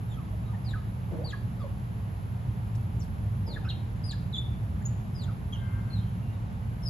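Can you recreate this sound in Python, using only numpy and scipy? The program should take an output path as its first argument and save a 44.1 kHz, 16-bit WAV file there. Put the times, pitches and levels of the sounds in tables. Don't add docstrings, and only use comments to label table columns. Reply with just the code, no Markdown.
import sys
import numpy as np
from scipy import signal
from scipy.fft import rfft, irfft, next_fast_len
from scipy.io import wavfile

SR = 44100
rng = np.random.default_rng(int(sys.argv[2]) if len(sys.argv) > 2 else 0)


def file_out(sig):
    cols = np.atleast_2d(sig).T
    lim = np.clip(cols, -1, 1)
    pcm = np.round(lim * 32767).astype(np.int16)
    wavfile.write(sys.argv[1], SR, pcm)


N = 303849


def from_db(db):
    return 10 ** (np.asarray(db) / 20)


def rms_one(x):
    return x / np.sqrt(np.mean(x ** 2) + 1e-20)


def level_curve(rows):
    seconds, db = np.transpose(rows)
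    return from_db(np.interp(np.arange(N) / SR, seconds, db))


def at_hz(points, hz):
    table_hz, db = np.transpose(points)
    return np.interp(np.log(hz), np.log(table_hz), db)


def drift(rate_hz, size):
    settle = 8000
    r = np.exp(-2 * np.pi * rate_hz / SR)
    slow = signal.lfilter([1], [1, -2 * r, r * r], rng.standard_normal(size + settle))
    return rms_one(slow[settle:])


def coloured(spectrum, patchy_db):
    size = next_fast_len(N)
    bin_hz = np.arange(size // 2 + 1) * SR / size + 1
    shaped = rfft(rng.standard_normal(size)) * from_db(at_hz(spectrum, bin_hz))
    noise = irfft(shaped, size)[:N]
    return rms_one(noise * from_db(patchy_db * drift(26.0, N)))


def band_noise(noise, low_hz, high_hz):
    return signal.sosfilt(signal.butter(1, [low_hz, high_hz], "band", fs=SR, output="sos"), noise)


def swell(peak_s, peak_db, width_s):
    return from_db(peak_db - 6 * ((np.arange(N) / SR - peak_s) / width_s) ** 2)


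def placed(x, pan_db):
    lag_s = .00004
    n = np.arange(len(x))
    late = np.interp(n - lag_s * SR, n, x)
    return np.array([x * from_db(pan_db / 2), late * from_db(-pan_db / 2)])


# frequency in Hz, relative density in dB per Hz.
HUM_COLOUR = [(18, -56), (30, -20.5), (46, -10), (59, -4), (75, -5), (92, -5), (108, 3), (119, 0),
              (145, -10), (166, -9.5), (184, -8), (193, -11), (211, -13), (276, -30), (320, -31),
              (420, -51), (700, -120)]
# time in seconds, level in dB.
HUM_LEVEL = [(0, -33), (1.1, -32.5), (1.8, -33.5), (3.2, -31.5), (3.8, -31), (6.2, -31), (6.89, -32.5)]


def hum():
    return level_curve(HUM_LEVEL) * coloured(HUM_COLOUR, patchy_db=0.58)


# frequency in Hz, relative density in dB per Hz.
WASH_COLOUR = [(150, -11), (260, -2.5), (309, -6.5), (402, -7), (521, -9.5), (577, -10), (707, -9.5),
               (878, -10), (1320, -18.5), (2880, -23.5), (5530, -35), (7390, -35), (8300, -43),
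               (10800, -122), (18300, -120)]
WASH_DB = -51.5


def wash():
    return from_db(WASH_DB) * coloured(WASH_COLOUR, patchy_db=.3)


# frequency in Hz, relative density in dB per Hz.
CHORUS_COLOUR = [(9000, -79), (9600, -22), (10200, -11.5), (10700, -6), (11100, 2), (11700, -4.5),
                 (12200, -13), (12500, -37), (13500, -49), (16000, -68)]
# time in seconds, level in dB.
CHORUS_LEVEL = [(0.0, -66), (0.23, -69), (3.56, -68.5), (3.66, -70.5), (6.21, -69), (6.46, -72.5),
                (6.8, -68)]


def chorus():
    return level_curve(CHORUS_LEVEL) * coloured(CHORUS_COLOUR, patchy_db=.4)


# frequency in Hz, relative density in dB per Hz.
WIDE_COLOUR = [(18, -50), (30, -26), (48, -27), (74, -14.5), (106, 0), (188, -10.5), (410, -22), (873, -19),
               (1410, -24.5), (3150, -38.5), (4360, -43.5), (6050, -47.5), (7400, -51.5), (11100, -48),
               (12200, -59.5), (15900, -50.5), (22000, -120)]
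WIDE_DB = -46.5


def wide_wash():
    return from_db(WIDE_DB) * coloured(WIDE_COLOUR, patchy_db=.3) * [[1], [-1]]


INSECT_HZ = 12330
# time in seconds, level in dB before the ear gains.
INSECT_LEVEL = [(.8, -93), (1.0, -78), (3.1, -70), (3.35, -94)]


def lone_insect():
    tone = np.sqrt(2) * np.sin(2 * np.pi * INSECT_HZ * np.arange(N) / SR)
    hiss = level_curve(INSECT_LEVEL) * drift(250, N) * tone
    return hiss * np.array([[1.05], [-.7]])


def background():
    common = hum() + wash() + chorus()
    leaning_right = common * from_db([[-.55], [.55]])
    return leaning_right + wide_wash() + lone_insect()


HORN_S, HORN_LENGTH_S = 5.575, 0.41
# note pitch in Hz, multiple of it, level in dB before the flicker and fades,
# gain in the right ear (negative inverts).
HORN_PARTIALS = [(528, 2, -63, .5), (528, 3, -58, .3), (528, 4, -68, .5), (450, 3, -64, -.4),
                 (450, 6, -70, .5)]


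def horn():
    out = np.zeros((2, N))
    s = np.arange(round(HORN_LENGTH_S * SR)) / SR
    start = round(HORN_S * SR)
    unsteady = 1 + .004 * drift(25, len(s))
    phase_per_hz = 2 * np.pi * np.cumsum(unsteady) / SR
    fades = np.minimum(s / .03, 1) * (1 - s / HORN_LENGTH_S) ** .4
    for hz, multiple, db, right_gain in HORN_PARTIALS:
        flicker = from_db(db + 3 * drift(20, len(s)))
        partial = np.sqrt(2) * flicker * fades * np.sin(multiple * hz * phase_per_hz)
        out[:, start:start + len(s)] += partial * [[1], [right_gain]]
    return out


def rustle():
    noise = band_noise(rng.standard_normal((2, N)), 2800, 9000)
    return swell(peak_s=3.035, peak_db=-59, width_s=.022) * noise


# frequency in Hz, relative density in dB per Hz.
SHUFFLE_COLOUR = [(500, -35), (900, 3.5), (1500, 6), (2200, -17), (3200, -10), (4200, -48)]


def shuffle():
    ears = np.array([coloured(SHUFFLE_COLOUR, patchy_db=2.5) for _ in range(2)])
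    return swell(peak_s=5.77, peak_db=-57.5, width_s=0.23) * ears


# start in seconds, noise level in dB before the band filter.
CLAW_TICKS = [(2.0, -62), (2.752, -48), (3.479, -53), (5.151, -60), (5.53, -59)]


def ticks():
    out, t = np.zeros(N), np.arange(600) / SR
    for start, db in CLAW_TICKS:
        burst = rng.standard_normal(len(t)) * np.exp(-t / 0.011)
        out[round(start * SR):][:len(t)] += from_db(db) * burst
    return band_noise(out, 2600, 9000)


# start in seconds, level in dB before the push trim.
BODY_THUMPS = [(1.104, -27.5), (3.467, -35)]
PUSH_TRIM_DB = -36.5
# frequency in Hz, gain in dB, time to ring down 60 dB in seconds.
DECK_MODES = [(187, 1, 0.045), (319, -3.5, 0.027), (460, -1.5, 0.02), (590, -2.5, 0.024), (810, -29, 0.035)]


def thumps():
    push = np.full((2, N), 1e-18)
    t = np.arange(9000) / SR
    contact = np.exp(-t / 0.096) * (1 - np.exp(-t / 0.008))
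    for start, db in BODY_THUMPS:
        common, left, right = rng.standard_normal((3, len(t)))
        ears = common + 0.92 * np.array([left, right])
        push[:, round(start * SR):][:, :len(t)] += from_db(db + PUSH_TRIM_DB) * ears * contact
    out = 0
    for hz, db, t60 in DECK_MODES:
        r = from_db(-60 / (t60 * SR))
        w = 2 * np.pi * hz / SR
        out = out + signal.lfilter([0, from_db(db) * np.sin(w)], [1, -2 * r * np.cos(w), r * r], push)
    return out


# frequency in Hz, gain in dB.
ECHO_COLOUR = [(300, 3.5), (1000, -0.5), (1800, -3), (2800, 1), (3600, 5), (4600, 4.5), (7000, 5.5)]
# time to die 60 dB in seconds, level in dB, gap before it starts in seconds.
REFLECTIONS = [
    (0.06, 1.5, .002),
    (0.44, -5, 0.014),
]
ECHO_SHARED = 0.5
AIR_LOSS_HZ = 5400


def echoes(x):
    t, tail = np.arange(SR) / SR, 0
    colour = from_db(at_hz(ECHO_COLOUR, np.arange(SR // 2 + 1) + 1))
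    air_loss = signal.butter(2, AIR_LOSS_HZ, fs=SR, output="sos")
    for t60, db, gap in REFLECTIONS:
        left, right, shared = rng.standard_normal((3, SR))
        noise = np.sqrt(ECHO_SHARED) * shared + np.sqrt(1 - ECHO_SHARED) * np.array([left, right])
        noise = irfft(rfft(noise) * colour, SR)
        dull = signal.sosfilt(air_loss, noise)
        treble = (noise - dull) * from_db(-80 * t / t60)
        decay = from_db(-60 * t / t60)
        part = (dull + treble) * decay * (t > gap)
        tail = tail + from_db(db) * part / np.sqrt(np.sum(decay ** 2))
    return signal.fftconvolve(x, tail, axes=1)[:, :N]


# pitch of the tone in Hz, gain in dB.
THROAT = [(400, 2), (1100, 3), (1400, -0.5), (1750, 2), (2600, -7.5), (3200, -2), (3600, -0.5), (4300, 1),
          (5000, 0), (7000, -0.5)]
# pitch of the octave in Hz, gain in dB.
OCTAVE_THROAT = [(800, -0.5), (5800, -8.5), (6600, -2), (7500, -1.5), (8500, -16.5), (9800, -5),
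                 (11000, -8), (14000, -3)]
CALL_ATTACK_S, CALL_RELEASE_S = 0.0096, 0.013
CALL_EDGE_DB = -8
PITCH_WANDER = .017


def call(start, length, first_hz, last_hz, bend, db, swell_db, octave_db, rasp):
    s = np.arange(round(length * SR)) / SR
    progress = s / length
    glide = progress ** bend if bend >= 1 else 1 - (1 - progress) ** (1 / bend)

    shake, wander = drift(200, len(s)), drift(35, len(s))
    shake_depth = .02 * rasp + .045 * rasp ** 2
    hz = first_hz + (last_hz - first_hz) * glide
    hz = hz * (1 + shake_depth * (shake - shake.mean()))
    hz = hz * (1 + PITCH_WANDER * (wander - wander.mean()) * glide ** .5)

    phase = 2 * np.pi * np.cumsum(hz) / SR
    tone = from_db(at_hz(THROAT, hz)) * np.sin(phase)
    octave = from_db(octave_db + at_hz(OCTAVE_THROAT, 2 * hz)) * np.sin(2 * phase)

    fade = np.clip(1 - np.minimum(s / CALL_ATTACK_S, (length - s) / CALL_RELEASE_S), 0, 1)
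    edges = np.clip(np.minimum(s, length - s) / 0.0013, 0, 1)
    roughness_db = (1 + 3 * rasp) * drift(99, len(s))
    level_db = db + swell_db * progress + CALL_EDGE_DB * fade + roughness_db
    return round(start * SR) + np.arange(len(s)), np.sqrt(2) * (tone + octave) * edges * from_db(level_db)


# start in seconds, length in seconds, first pitch in Hz, last pitch in Hz,
# bend (under 1 the glide comes early, over 1 late), level in dB before throat and fades,
# level change towards the end in dB, octave in dB before its throat colour, left minus right in dB,
# rasp (0 clear whistle to 1 coarse squawk).
OTTER_CALLS = [ (0.09, 0.064, 3700, 3040, 2.3, -66, 6.5, -7, -0.5, 0.4),
               (0.166, 0.09, 1380, 894, 0.83, -56.5, -8, -7, -1, .3),
               (0.334, 0.012, 630, 645, 0.9, -45, -2, -29, -1, 0.3),
               (0.449, 0.053, 3800, 3720, 1., -72.5, -1, -20, 3, 0.62),
               (0.451, 0.079, 1257, 1180, 2.2, -62, 0, -27, 1, .4),
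               (0.521, 0.054, 1088, 686, .6, -59, 3.5, -25, 3, 0.4),
               (0.531, 0.024, 2000, 1745, .8, -58, 7, -30, 0, 0.67),
               (0.643, 0.075, 5110, 3370, 1.08, -58, 3, -7, 3, 0.24),
               (0.733, 0.04, 1773, 1254, 0.48, -43.5, -1, -30, -0.5, 0.7),
               (1.165, 0.11, 468, 1254, 3.2, -45.5, -12, -20, -2, 0.4),
               (1.241, 0.084, 4636, 2280, 2.3, -49, -4, -7, 4, 0.36),
               (1.32, 0.027, 2200, 1656, 0.26, -47, 5.5, -23, 0, 0.53),
               (1.331, 0.024, 1500, 1057, 0.3, -48, -1, -25, .5, 0.69),
               (1.597, 0.043, 5070, 4250, 0.88, -69, -9, -25, .5, 0.63),
               (1.594, 0.039, 3800, 3250, 0.86, -65, -5, -21, .5, 0.57),
               (1.595, 0.063, 1333, 975, 0.83, -55, 0.5, -16, 0, 0.4),
               (1.639, 0.037, 597, 480, 1.07, -40.5, -18, -27, 0, 0.32),
               (2.993, 0.045, 7300, 4300, .8, -56, -9, -20, 5, 0.9),
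               (3.46, 0.091, 5320, 3335, 1.06, -57.5, 4.5, -16, 1.5, 0.28),
               (3.468, 0.059, 451, 458, 1.1, -52.5, -4.5, 0, -4, 0.68),
               (3.557, 0.026, 1903, 1040, 1.9, -47.5, 0, -29, 2, 0.56),
               (3.629, 0.016, 730, 804, 1., -52, 1, -22, -1, 0.46),
               (3.643, 0.0486, 1245, 1535, 0.59, -53.5, 0.5, -11, .5, 0.99),
               (3.645, 0.024, 2340, 2740, 0.65, -52, 2, -10, 0, 0.6),
               (3.688, 0.04, 4100, 2600, .6, -43, -6, -22, 1, 0.6),
               (3.694, 0.03, 4200, 3600, .9, -50, -3, -25, 1.5, 0.85),
               (3.701, 0.03, 764, 780, 1., -52, -8, -22, 2, .7),
               (4.035, 0.094, 4994, 1910, 4.6, -51, 3, -4, 2.5, 0.13),
               (4.126, 0.019, 1930, 1645, 0.3, -47, -7, -25, 0, .4),
               (4.327, 0.042, 4110, 3327, 0.37, -45, 8.5, -23, 0.5, 0.24),
               (4.361, 0.0392, 3730, 3464, 0.49, -40.5, -2.5, -20, 2.5, 0.41),
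               (4.806, 0.028, 1245, 2094, 0.59, -59, -2, -24, .5, 0.67),
               (4.818, 0.011, 7040, 7000, 1., -64, 0, -20, 13., .4),
               (4.853, 0.019, 6840, 6800, 1.4, -37, -8, -20, 1, 0.35),
               (5.142, 0.108, 5090, 2950, 2.2, -59.5, 3.5, -3.5, 2.5, 0.3),
               (5.278, 0.041, 1480, 1044, 1.09, -51.5, -7, -26, 1, 0.65),
               (5.524, 0.042, 3317, 2830, 0.91, -40, -12, -15, -0.5, 0.28),
               (5.578, 0.025, 3700, 3450, 1.1, -65, -2, -20, 0, 0.7),
               (5.899, 0.064, 4530, 4120, 0.093, -60.5, 4.5, -6, 6, 0.22),
               (5.958, 0.047, 3910, 3730, 0.6, -58.5, -5, -15, -1, 0.65),
               (6.008, 0.09, 3206, 3050, 1.34, -65, 1, -25, 2, 0.44),
               (6.22, 0.12, 2800, 2770, 0.96, -63, -4, -24.5, 2, .2),
               (6.326, 0.018, 3900, 3600, .7, -64, 0, -20, 1, .7),
               (6.826, 0.08, 5290, 4460, 2.1, -51, 7, -6, 3.5, 0.17), ]


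def otters():
    out = np.zeros((2, N + SR))
    for *shape, pan_db, rasp in OTTER_CALLS:
        where, whistle = call(*shape, rasp)
        out[:, where] += placed(whistle, pan_db)
    return out[:, :N]


def scene():
    echoing = otters() + thumps() + horn()
    small_noises = placed(ticks(), 1.1) + rustle() + shuffle()
    return echoing + echoes(echoing) + small_noises + background()


def record(dry):
    thin = signal.sosfilt(signal.butter(3, 34, "high", fs=SR, output="sos"), dry)
    top_hz = 15700
    return signal.sosfilt(signal.cheby2(12, 70, top_hz, fs=SR, output="sos"), thin)


dry = scene()
out = record(dry)
file_out(out)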